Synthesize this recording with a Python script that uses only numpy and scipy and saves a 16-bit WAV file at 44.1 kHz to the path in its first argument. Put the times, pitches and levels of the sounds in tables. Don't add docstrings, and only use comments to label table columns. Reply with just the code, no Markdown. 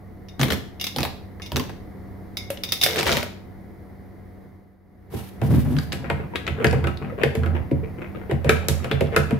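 import sys
import numpy as np
from scipy import signal
from scipy.fft import irfft
from scipy.io import wavfile
from scipy.ndimage import uniform_filter1d

SR = 44100
rng = np.random.default_rng(int(sys.argv[2]) if len(sys.argv) > 2 else 0)


def unload_audio(sound):
    columns = np.transpose(np.atleast_2d(sound))
    steps = np.round(np.clip(columns, -1, 1) * 32767)
    wavfile.write(sys.argv[1], SR, steps.astype(np.int16))


N = 414099



def gain_of(db):
    return 10 ** (np.asarray(db) / 20)


def evened(x):
    return x / np.sqrt(np.mean(x ** 2) + 1e-20)


def blow(x):
    return x / np.sqrt(np.mean(x[:, :SR // 50] ** 2) + 1e-20)


def held(x, size=2600):
    power = (x ** 2).mean(0)
    power = uniform_filter1d(uniform_filter1d(power, size), size)
    return x / np.sqrt(abs(power) + 1e-9)


def read(points, hz):
    f, value = np.transpose(points)
    return np.interp(np.log(hz + 1), np.log(f), value)


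def level(rows, axis):
    rows = np.array(rows)
    t = np.arange(N) / SR
    return gain_of(np.interp(t, rows[:, 0], rows[:, axis], left=-120, right=-120))


def spells(starts, lengths, dbs, rise_s, fall_s, size=5000):
    t = np.linspace(0, N / SR, size)
    since = t[:, None] - starts
    rise = np.clip(since / rise_s, 0, 1)
    fall = np.exp(-np.maximum(since - lengths, 0) / fall_s)
    gain = np.linalg.norm(gain_of(dbs) * rise * fall, axis=1)
    return np.interp(np.arange(N) / SR, t, gain)


def add(mix, s, sound):
    part = mix[:, max(round(s * SR), 0):][:, :sound.shape[1]]
    part += sound[:, :part.shape[1]]


def pair(z, width):
    return np.array([z[0] + width * z[1], z[0] - width * z[1]]) / np.hypot(1, width)


def colour(x, spectrum, size=2048):
    hz = abs(np.fft.fftfreq(size, 1 / SR))
    log_gain = np.log(gain_of(read(spectrum, hz)))
    taps = np.fft.ifft(np.exp(signal.hilbert(log_gain).conj())).real
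    return signal.oaconvolve(x, taps[None] / np.linalg.norm(taps), axes=1)[:, :x.shape[1]]


def varied(spectrum, bumps_db=4.0, shift_oct=0.27):
    factor = 2 ** (shift_oct * rng.uniform(-1, 1))
    grid_hz = np.geomspace(100, 16000, 26)
    db = read(spectrum, grid_hz / factor) + bumps_db * rng.uniform(-2, 2, len(grid_hz))
    return list(zip(grid_hz, db))


def favour(modes, centre_hz, depth_db):
    return [(hz, db - min(45 * abs(np.log2(hz / centre_hz)), depth_db), t60) for hz, db, t60 in modes]


def ring(modes, width, detune, rise_s, size=12000):
    hz, db, t60 = np.transpose(modes)[:, :, None]
    t = np.arange(size, dtype=np.float32) / SR
    weight, shift, phase, apart = rng.uniform(-1.155, 1, (4, len(hz), 1)).astype(np.float32)
    angle = (2 * np.pi * hz * (1 + detune * shift)).astype(np.float32) * t + np.pi * phase
    decay = np.exp((-np.log(1000) / t60).astype(np.float32) * t)
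    height = gain_of(db + 3 * weight) * decay
    mid = (height * np.sin(angle)).sum(0)
    side = (height * np.sin(angle + np.pi * apart)).sum(0)
    return blow(pair([mid, side], width) * (1 - np.exp(-t / rise_s)))


def snap(spectrum, fall_s, rattle_db, rattle_s, width, rise_s=1e-5, size=12000):
    t = np.arange(size) / SR
    burst = np.exp(-t / fall_s)
    rattle = gain_of(rattle_db) * np.exp(-t / rattle_s)
    shape = (burst + rattle) * (1 - np.exp(-t / rise_s))
    return blow(colour(pair(rng.standard_normal((2, size)), width) * shape, spectrum))


def grains(per_s, bed, width):
    size = gain_of(3 * np.minimum(rng.exponential(1, (2, N)), 3))
    size = size * rng.choice([-1, 1], (2, N))
    clicks = size * (rng.random((2, N)) < per_s / SR)
    return pair(evened(clicks) + bed * rng.standard_normal((2, N)), width)


def shower(spectrum, ring_s, width, per_s=520, count=30, size=1024):
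    fade = np.exp(-np.arange(size) / SR / ring_s)
    kinds = []
    for _ in range(count):
        burst = pair(rng.standard_normal((2, size)), width) * fade
        kinds.append(blow(colour(burst, varied(spectrum))))
    out = np.zeros((2, N))
    for slot, (when, kind, strength) in enumerate(rng.random((round(per_s * N / SR), 3))):
        add(out, (slot + 2 * when) / per_s, gain_of(14 * strength ** 3) * kinds[int(kind * count)])
    return evened(out)


def resonate(x, modes):
    out = 0
    for hz, db, t60 in modes:
        r = np.exp(-np.log(1000) / (t60 * SR))
        poles = [1, -2 * r * np.cos(2 * np.pi * hz / SR), r * r]
        out = out + gain_of(db) * signal.lfilter([1, 0, -1], poles, x)
    return evened(signal.sosfilt(signal.butter(2, 2 * max(modes)[0], fs=SR, output="sos"), out))


# start_s, level_db
QUIET = [(0, -42.5), (2, -39), (3.6, -41), (4.45, -43.5), (4.8, -54.5), (5.4, -39), (9.39, -36)]
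# pitch_hz, level_db
HUM = [(96, -4), (192.3, -4), (727, -17)]
# freq_hz, density_db_per_hz
AIR = [(15, -35), (25, -4.5), (44, -18.5), (64, -2.5), (102, -4.5), (123, -9.5), (326, -11.5), (734, -23),
       (1550, -33.5), (2050, -28.5), (2600, -48), (4700, -48), (7920, -58), (11000, -49), (16000, -49)]


def background(air_db=-1):
    t = np.arange(N) / SR
    air = evened(colour(pair(rng.standard_normal((2, N)), width=0.61), AIR, size=8192))
    hum = sum(gain_of(db) * np.sin(2 * np.pi * (hz * t + rng.random())) for hz, db in HUM)
    return level(QUIET, axis=1) * (gain_of(air_db) * air + hum)


# freq_hz, t60_s
ROOM_DECAY = [(1000, 0.46), (5000, 0.45), (15000, 0.32)]


def kitchen(x, size=30000, onset_s=0.0077):
    taps = rng.standard_normal((2, size)) * (rng.random((2, size)) < .15)
    taps = taps * (np.arange(size) > onset_s * SR)
    hz, t, z = signal.stft(pair(taps, width=0.81), SR, nperseg=256)
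    fade = gain_of(-60 * t / read(ROOM_DECAY, hz)[:, None])
    tail = signal.istft(z * fade, SR, nperseg=256)[1]
    return signal.oaconvolve(x, tail / np.linalg.norm(tail[0]), axes=1)[:, :N]


# freq_hz, left_minus_right_db
LEAN = [(70, -9.5), (130, 1), (1100, 0.5), (2100, 5.5), (4000, 0), (7500, -5.5), (13000, -5.5)]


def heard_from_above(x):
    lean_db = read(LEAN, np.fft.rfftfreq(1023, 1 / SR))
    sides = irfft(gain_of(np.array([lean_db, -lean_db]) / 2), 1023)
    return signal.oaconvolve(x, np.fft.fftshift(sides, axes=1), "same", axes=1)


# pitch_hz, level_db, t60_s
TABLE = [(81.9, -5, 0.5), (125, 4, 0.17), (145.7, 0, 0.36), (192.7, -8, 0.28), (217.6, -5.5, 0.25),
         (237.6, -9, 0.32)]
# pitch_hz, level_db, t60_s
BODY = [(339, -2, .12), (392, -5, .1), (440, 0, .13), (497, -3, .12), (562, -2, .17), (670, -5, .17),
        (785, -7, .13), (950, -8, .12)]
# freq_hz, level_db
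PLOP = [(120, -7), (300, -3.5), (480, 3), (1100, -5.5), (1800, -10), (5000, -42.5)]
HISS = [(500, -4), (3000, -4.5), (5200, -10), (7500, -14.5), (12000, -6.5), (16000, -13)]
RUB = [(200, 6), (480, 13), (850, -6.5), (1100, 5.5), (2600, 6), (3500, -4), (5000, -14), (8000, -73)]
# start_s, length_s, judder_db, hollow_db, swish_db
PUSHES = [(5.098, 0.1, -36.5, -38.5, -38), (5.404, 0.039, -21.5, -31.5, -39),
          (5.473, 0.11, -14.5, -31, -39.5), (5.626, 0.17, -20, -36.5, -44)]
PUSH_RISE_S, PUSH_FALL_S = 0.031, 0.025
SWISH_RISE_S, SWISH_FALL_S = 0.066, 0.062
# start_s, length_s, pressure_db, rub_db
STROKES = [(5.856, 0.4, -33.5, -65), (6.448, 0.28, -31.5, -71), (6.664, 0.23, -26.5, -55),
           (6.99, 0.11, -30, -66), (7.325, 0.28, -29.5, -63), (7.71, 0.5, -41.5, -71),
           (8.507, 0.24, -37, -45.5), (8.773, 0.53, -34.5, -50.5)]
STROKE_RISE_S, STROKE_FALL_S = 0.059, 0.029


def sliding(judder_db=-1, hollow_db=-3, swish_db=-2, rock_db=0, rub_db=1, slosh_db=-12):
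    slips = grains(per_s=250, bed=.5, width=.35)
    judder = held(resonate(slips, TABLE))
    hollow = held(resonate(slips, BODY) + .5 * evened(colour(slips, PLOP)))
    swish = evened(colour(grains(per_s=900, bed=1.2, width=.8), HISS))
    starts, lengths, shake_db, body_db, hiss_db = np.transpose(PUSHES)
    drag = spells(starts, lengths, shake_db + judder_db, PUSH_RISE_S, PUSH_FALL_S) * judder
    drag += spells(starts, lengths, body_db + hollow_db, PUSH_RISE_S, PUSH_FALL_S) * hollow
    slow = uniform_filter1d(uniform_filter1d(rng.standard_normal(N), 700), 400)
    cling = gain_of(5.5 * evened(slow))
    clumped_swish = evened(swish * np.sqrt(cling))
    drag += spells(starts, lengths, hiss_db + swish_db, SWISH_RISE_S, SWISH_FALL_S) * clumped_swish
    rub = evened(shower(RUB, ring_s=.002, width=.65, per_s=300) * cling)
    starts, lengths, pressure_db, wall_db = np.transpose(STROKES)
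    pressure = spells(starts, lengths, pressure_db, STROKE_RISE_S, STROKE_FALL_S)
    rubbing = spells(starts, lengths, wall_db + rub_db, STROKE_RISE_S, STROKE_FALL_S)
    rocking = gain_of(rock_db) * judder + gain_of(slosh_db) * hollow
    return drag + pressure * rocking + rubbing * rub


# start_s, length_s, level_db
WOBBLES = [(6.486, 0.037, -21.5), (6.765, 0.1, -22.5), (7.364, 0.18, -22)]


def wobble():
    starts, lengths, dbs = np.transpose(WOBBLES)
    note = np.sin(2 * np.pi * TABLE[0][0] * np.arange(N) / SR)
    return spells(starts, lengths, dbs, PUSH_RISE_S, PUSH_FALL_S) * note


SQUELCH_PER_S, SQUELCH_HZ, SQUELCH_SPREAD_OCT = 40, 600, 1.2
SQUELCH_CYCLES = 2.6


def squelches(squelch_db=16, spread_db=7, size=2500):
    out, t = np.zeros((2, N)), np.arange(size) / SR
    starts, lengths, _, wall_db = np.transpose(STROKES)
    count = round((starts[-1] + lengths[-1] - starts[0]) * SQUELCH_PER_S)
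    for slot, (when, pitch, strength, side) in enumerate(rng.uniform(-0.77, 1, (count, 4))):
        s = starts[0] + (slot + when) / SQUELCH_PER_S
        hz = SQUELCH_HZ * 2 ** (SQUELCH_SPREAD_OCT * pitch)
        envelope = np.exp(-hz * t / SQUELCH_CYCLES) * (1 - np.exp(-hz * t))
        pop = np.sin(2 * np.pi * hz * t) * envelope
        ears = np.array([[1 + side / 2], [1 - side / 2]])
        db = np.interp(s, starts + lengths / 2, wall_db) + squelch_db + spread_db * strength
        add(out, s, gain_of(db) * ears * pop)
    return out


# start_s, grating_db, pocket_hz, pop_db
SCRAPES = [(6.034, -25, 538, -30), (6.197, -27, 420, -24), (6.335, -23, 935, -28), (6.581, -25, 430, -22),
           (6.602, -21, 463, -16), (6.736, -26.5, 441, -11.5), (7.014, -26.5, 425, -24.5),
           (7.04, -31, 760, -30.5), (7.096, -29, 1260, -34), (7.121, -35, 510, -24.5),
           (7.179, -24, 404, -21.5), (7.206, -17.5, 477, -23), (7.545, -22.5, 345, -20.5),
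           (7.83, -33, 430, -21.5), (7.981, -30.5, 343, -30), (8.016, -24.5, 337, -25.5),
           (8.146, -24.5, 1240, -36), (8.21, -29, 436, -31), (8.295, -22.5, 398, -15.5),
           (9.124, -21.5, 458, -19), (9.327, -28.5, 222, -5.5)]
# start_s, strength_db
CAUGHT = [(2.573, -39.5), (5.766, -35.5), (5.786, -29.5), (5.921, -28.5), (6.467, -31), (6.668, -29.5),
          (6.711, -35), (6.973, -42)]
# freq_hz, level_db
GRATE = [(250, 2.5), (480, 8), (850, -5), (1400, -2.5), (2600, -7.5), (4500, -36.5), (9000, -41)]
TICK = [(400, -3.5), (1000, -1), (2200, 9), (3300, 9), (5000, 4), (7000, -6.5), (10000, -12.5),
        (16000, -57)]
POCKET_S = .005
POCKET_GLIDE_PER_S = .5


def scrapes(scrape_db=-10, pocket_db=-11, swell_s=0.0089, click_db=-3, size=6000):
    out, t = np.zeros((2, N)), np.arange(size) / SR
    swell = np.sqrt(t / swell_s) * np.exp(-t / swell_s / 2)
    for s, db, hz, pop_db in SCRAPES:
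        grit = rng.standard_normal((2, size)) * (rng.random(size) < 600 / SR)
        clump = colour(pair(grit, width=0.78) * swell, varied(GRATE, bumps_db=3.5, shift_oct=.1))
        tone = np.sin(2 * np.pi * hz * t * (1 + POCKET_GLIDE_PER_S * t))
        pocket = tone * t * np.exp(-t / POCKET_S)
        clump_gain, pocket_gain = gain_of(db + scrape_db), gain_of(pop_db + pocket_db)
        add(out, s, clump_gain * blow(clump) + pocket_gain * blow(pocket[None]))
    for s, db in CAUGHT:
        click = snap(varied(TICK), fall_s=.002, rattle_db=-12, rattle_s=.01, width=.6)
        add(out, s, gain_of(db + click_db) * click)
    return out


# start_s, note_db, tick_db
TAP = (2.503, -27.5, -33)
TAP_HZ, TAP_FALL_S = 560, .015


def tap(size=8000):
    s, note_db, tick_db = TAP
    t = np.arange(size) / SR
    note = blow(np.sin(2 * np.pi * TAP_HZ * t)[None] * np.exp(-t / TAP_FALL_S))
    tick = snap(HISS, fall_s=.003, rattle_db=-10, rattle_s=.025, width=.6, size=size)
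    out = np.zeros((2, N))
    add(out, s, gain_of(note_db) * note + gain_of(tick_db) * tick)
    return out


# start_s, strength_db, hardness_0_to_1, hollow_hz, spot_hz, clack_db, thud_db
KNOCKS = [(5.135, -53, 0.2, 339, 340, -19, -28.5), (5.4158, -28.5, 0.42, 339, 756, -24.5, -22),
          (5.9277, -26.5, 0.67, 330, 2660, -27.5, -42), (6.1, -17, 0.26, 700, 930, -19.5, -28),
          (6.357, -18.5, 0.35, 460, 3460, -22.5, -62), (6.4769, -18.5, 0.25, 353, 2780, -23, -40),
          (6.6442, -11, 0.37, 425, 1660, -12.5, -18.5), (6.7282, -24.5, 0.43, 440, 770, -20, -22.5),
          (6.841, -24, 0.25, 330, 1410, -22, -29), (6.871, -20, 0.32, 342, 1310, -22.5, -35.5),
          (7.2345, -10.5, 0.27, 440, 482, -8.5, -23), (7.3519, -26, 0.55, 436, 467, -26, -23.5),
          (7.434, -30, 0.3, 463, 1350, -24.5, -32), (7.46, -27, 0.31, 343, 1390, -28, -30),
          (7.7121, -33.5, 0, 562, 293, -9.5, -19), (8.312, -25, 0.36, 339, 450, -17, -20.5),
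          (8.4452, -30, 0.5, 492, 556, -17, -19.5), (8.4932, -6, 0.42, 467, 1463, -12, -25.5),
          (8.6846, -27, 1, 344, 3740, -28, -21), (8.844, -23.5, 0.4, 507, 1408, -31, -33.5),
          (8.913, -16, 0.25, 440, 3400, -21.5, -23), (9.008, -18.5, 0.39, 383, 443, -10, -21),
          (9.163, -11, 0.54, 472, 1407, -9.5, -22), (9.3084, -24.5, 0.38, 440, 1393, -31, -23)]
# pitch_hz, level_db, t60_s
WALL = [(1301, 0, .22), (1399, -5, .1), (1520, -2, .16), (1660, -1, .2), (1875, -4, .1), (2110, -3, .11),
        (2462, -3, .09), (3200, -7, .05)]
# freq_hz, level_db
CRACK = [(1500, 18.5), (3500, 21.5), (5000, 18.9), (7000, 16.6), (12000, 16.9), (16000, 6.9)]
HOLLOW_SHARE = 0.53
CRACK_GAIN_DB = 41.5
CLACK_SLOPE_DB_PER_OCT = 35
THUD_LAG_S = 0.00814


def knocks(contact_db=-9.0, clack_db=-11, wall_db=-3, body_db=-1.5, thud_db=-1.0, crack_db=-38,
           skid_db=-22, skid_s=0.039):
    out = np.zeros((2, N))
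    for s, db, hardness, hollow_hz, spot_hz, spot_db, low_db in KNOCKS:
        hardness = np.clip(hardness, 0, 1)
        hollow_db = HOLLOW_SHARE * (db + low_db)
        top_db = db + CRACK_GAIN_DB * hardness
        skid = colour(rng.standard_normal((2, 2048)), GRATE)
        before_s = np.arange(skid.shape[1])[::-1] / SR
        add(out, s - before_s[0], gain_of(db + skid_db) * skid * np.exp(-before_s / skid_s))
        contact = snap(RUB, fall_s=.004, rattle_db=-10, rattle_s=.016, width=.65)
        hump = [(spot_hz * 2. ** octave, -CLACK_SLOPE_DB_PER_OCT * abs(octave)) for octave in (-2, 0, 2)]
        clack = snap(hump, fall_s=.005, rattle_db=-14, rattle_s=.016, width=.5, rise_s=.002)
        if spot_hz > BODY[-2][0]:
            wall = ring(favour(WALL, spot_hz, depth_db=11), width=.6, detune=.005, rise_s=.001)
            clack = clack + gain_of(wall_db) * wall
        body = ring(favour(BODY, hollow_hz, depth_db=9), width=.3, detune=.025, rise_s=.002)
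        thud = ring(TABLE, width=.35, detune=.025, rise_s=.007)
        crack = snap(CRACK, fall_s=0.0013, rattle_db=-12.0, rattle_s=0.022, width=1.0)
        add(out, s, gain_of(db + contact_db) * contact)
        add(out, s, gain_of(spot_db + clack_db) * clack)
        add(out, s, gain_of(hollow_db + body_db) * body)
        add(out, s + THUD_LAG_S, gain_of(low_db + thud_db) * thud)
        add(out, s, gain_of(top_db + crack_db) * crack)
    return out


# start_s, strength_db, strike_hz, ring_db (what the fingers leave)
CLINKS = [(0.2853, -39.5, 3700, -2.5), (0.7981, -31, 2820, 3), (0.8121, -19, 2820, -8),
          (0.841, -18, 4985, -15), (0.868, -19, 2820, -11), (1.4192, -33, 2820, 4),
          (1.4621, -30.5, 3700, -15), (2.3701, -21, 2160, -4.5), (2.6354, -18, 3700, -9),
          (2.689, -29, 3700, 2), (2.7214, -11, 3700, -10.5), (2.813, -16.5, 3700, 3.5),
          (2.827, -15, 2260, -6), (2.835, -6, 4960, -6)]
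# pitch_hz, level_db, t60_s
BOWL = [(732, -10, .4), (2159, -9, .42), (2260, -5, .1), (2820, -4, .1), (3657, -4, .18), (3700, -3, .23),
        (4985, -3, .19), (5614, -7, .2), (6200, -10, .15), (10570, -9, .13)]
# freq_hz, level_db
CLASH = [(500, -17.5), (1600, -23), (2250, -13.5), (3150, -16), (3700, -4), (4300, -18.5), (4950, -10),
         (6200, -16.5), (8000, -48), (16000, -35)]
SPARKLE = [(4000, -46), (7000, -3), (9200, -2.5), (11500, 4.5), (16000, 2.5)]
SPARKLE_GROWTH = 1.36


def bowl(clash_db=-10.5, sparkle_db=-10, faint_db=-6.5, count=30):
    out = np.zeros((2, N))
    faint_hz = 2000 * 7 ** rng.random(count)
    faint = [(hz, faint_db + read(CLASH, hz) / 2, .2) for hz in faint_hz]
    for s, db, strike_hz, ring_db in CLINKS:
        clash = snap(CLASH, fall_s=0.00042, rattle_db=-8, rattle_s=0.0093, width=0.8, rise_s=0.00035)
        modes = favour(BOWL + faint, strike_hz, depth_db=8)
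        tone = gain_of(ring_db) * ring(modes, width=.6, detune=.002, rise_s=.0003)
        sparkle = snap(SPARKLE, fall_s=0.0011, rattle_db=2.5, rattle_s=0.012, width=1.0)
        add(out, s, gain_of(db + clash_db) * (clash + tone))
        add(out, s, gain_of(SPARKLE_GROWTH * db + sparkle_db) * sparkle)
    return out


# start_s, strength_db
LANDINGS = [(0.395, -25), (0.4139, -17.5), (0.432, -14), (0.4829, -26.5), (0.5038, -18.5), (0.5224, -17),
            (0.532, -23), (0.9622, -20.5), (0.9848, -19), (1.006, -24), (1.0309, -16.5), (1.051, -22),
            (1.398, -47), (1.519, -26), (1.56, -19), (1.5673, -17.5), (1.597, -23.5), (1.695, -37.5),
            (2.863, -12.5), (2.9593, -20.5), (2.991, -17), (3.03, -19.5), (3.0675, -17), (3.1256, -17.5),
            (3.1701, -17), (3.229, -22)]
# start_s, length_s, flow_db, floor_drum_db
SHAKES = [(0.391, 0.045, -22.5, -16), (0.498, 0.019, -21, -21), (0.966, 0.054, -35, -24),
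          (1.521, 0.064, -44, -22.5), (2.843, 0.17, -25, -37.5), (2.959, 0.052, -19, -33),
          (3.051, 0.061, -15, -27.5), (3.107, 0.084, -20.5, -26.5)]
SHAKE_RISE_S, SHAKE_FALL_S, DRUM_FALL_S = 0.0097, 0.018, 0.052
PLOP_GROWTH = 0.52


def chips(tick_db=-11, plop_db=-20, snap_db=-17, rattle_db=-8, fizz_db=-13, patter_db=-7.5, drum_db=-3.0):
    out = np.zeros((2, N))
    for s, db in LANDINGS:
        tick = snap(varied(TICK), fall_s=.0006, rattle_db=-12, rattle_s=.008, width=.55)
        plop = snap(varied(PLOP), fall_s=.004, rattle_db=-1, rattle_s=.016, width=.35)
        sparkle = snap(SPARKLE, fall_s=0.0001, rattle_db=-2.0, rattle_s=0.01, width=0.9)
        add(out, s, gain_of(db + tick_db) * tick)
        add(out, s, gain_of(PLOP_GROWTH * db + plop_db) * plop)
        add(out, s, gain_of(db + snap_db) * sparkle)
    ticks = shower(TICK, ring_s=.001, width=.7)
    fizz = shower(SPARKLE, ring_s=.0008, width=1)
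    rattle = held(ticks + gain_of(fizz_db) * fizz)
    weight = shower(PLOP, ring_s=.005, width=.35)
    patter = held(weight + resonate(weight, BODY))
    drum = held(resonate(weight, TABLE))
    starts, lengths, flow_db, floor_db = np.transpose(SHAKES)
    flow = spells(starts, lengths, flow_db, SHAKE_RISE_S, SHAKE_FALL_S)
    out += flow * (gain_of(rattle_db) * rattle + gain_of(patter_db) * patter)
    return out + spells(starts, lengths, floor_db + drum_db, SHAKE_RISE_S, DRUM_FALL_S) * drum


def scene():
    poured = bowl() + chips()
    knocked = knocks() + tap()
    stirred = sliding() + scrapes() + squelches()
    wet = kitchen(gain_of(-7.5) * poured + gain_of(-7.0) * knocked + gain_of(-7.0) * stirred)
    high_pass = signal.butter(4, 58, "highpass", fs=SR, output="sos")
    jar = signal.sosfilt(high_pass, poured + knocked + stirred + wet)
    return heard_from_above(jar + wobble()) + background()


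EDGE_HZ = 15750


def record(dry):
    taps = signal.firwin(255, EDGE_HZ, window=("kaiser", 9), fs=SR)
    return signal.oaconvolve(dry, taps[None], "same")


dry = scene()
out = record(dry)
unload_audio(out)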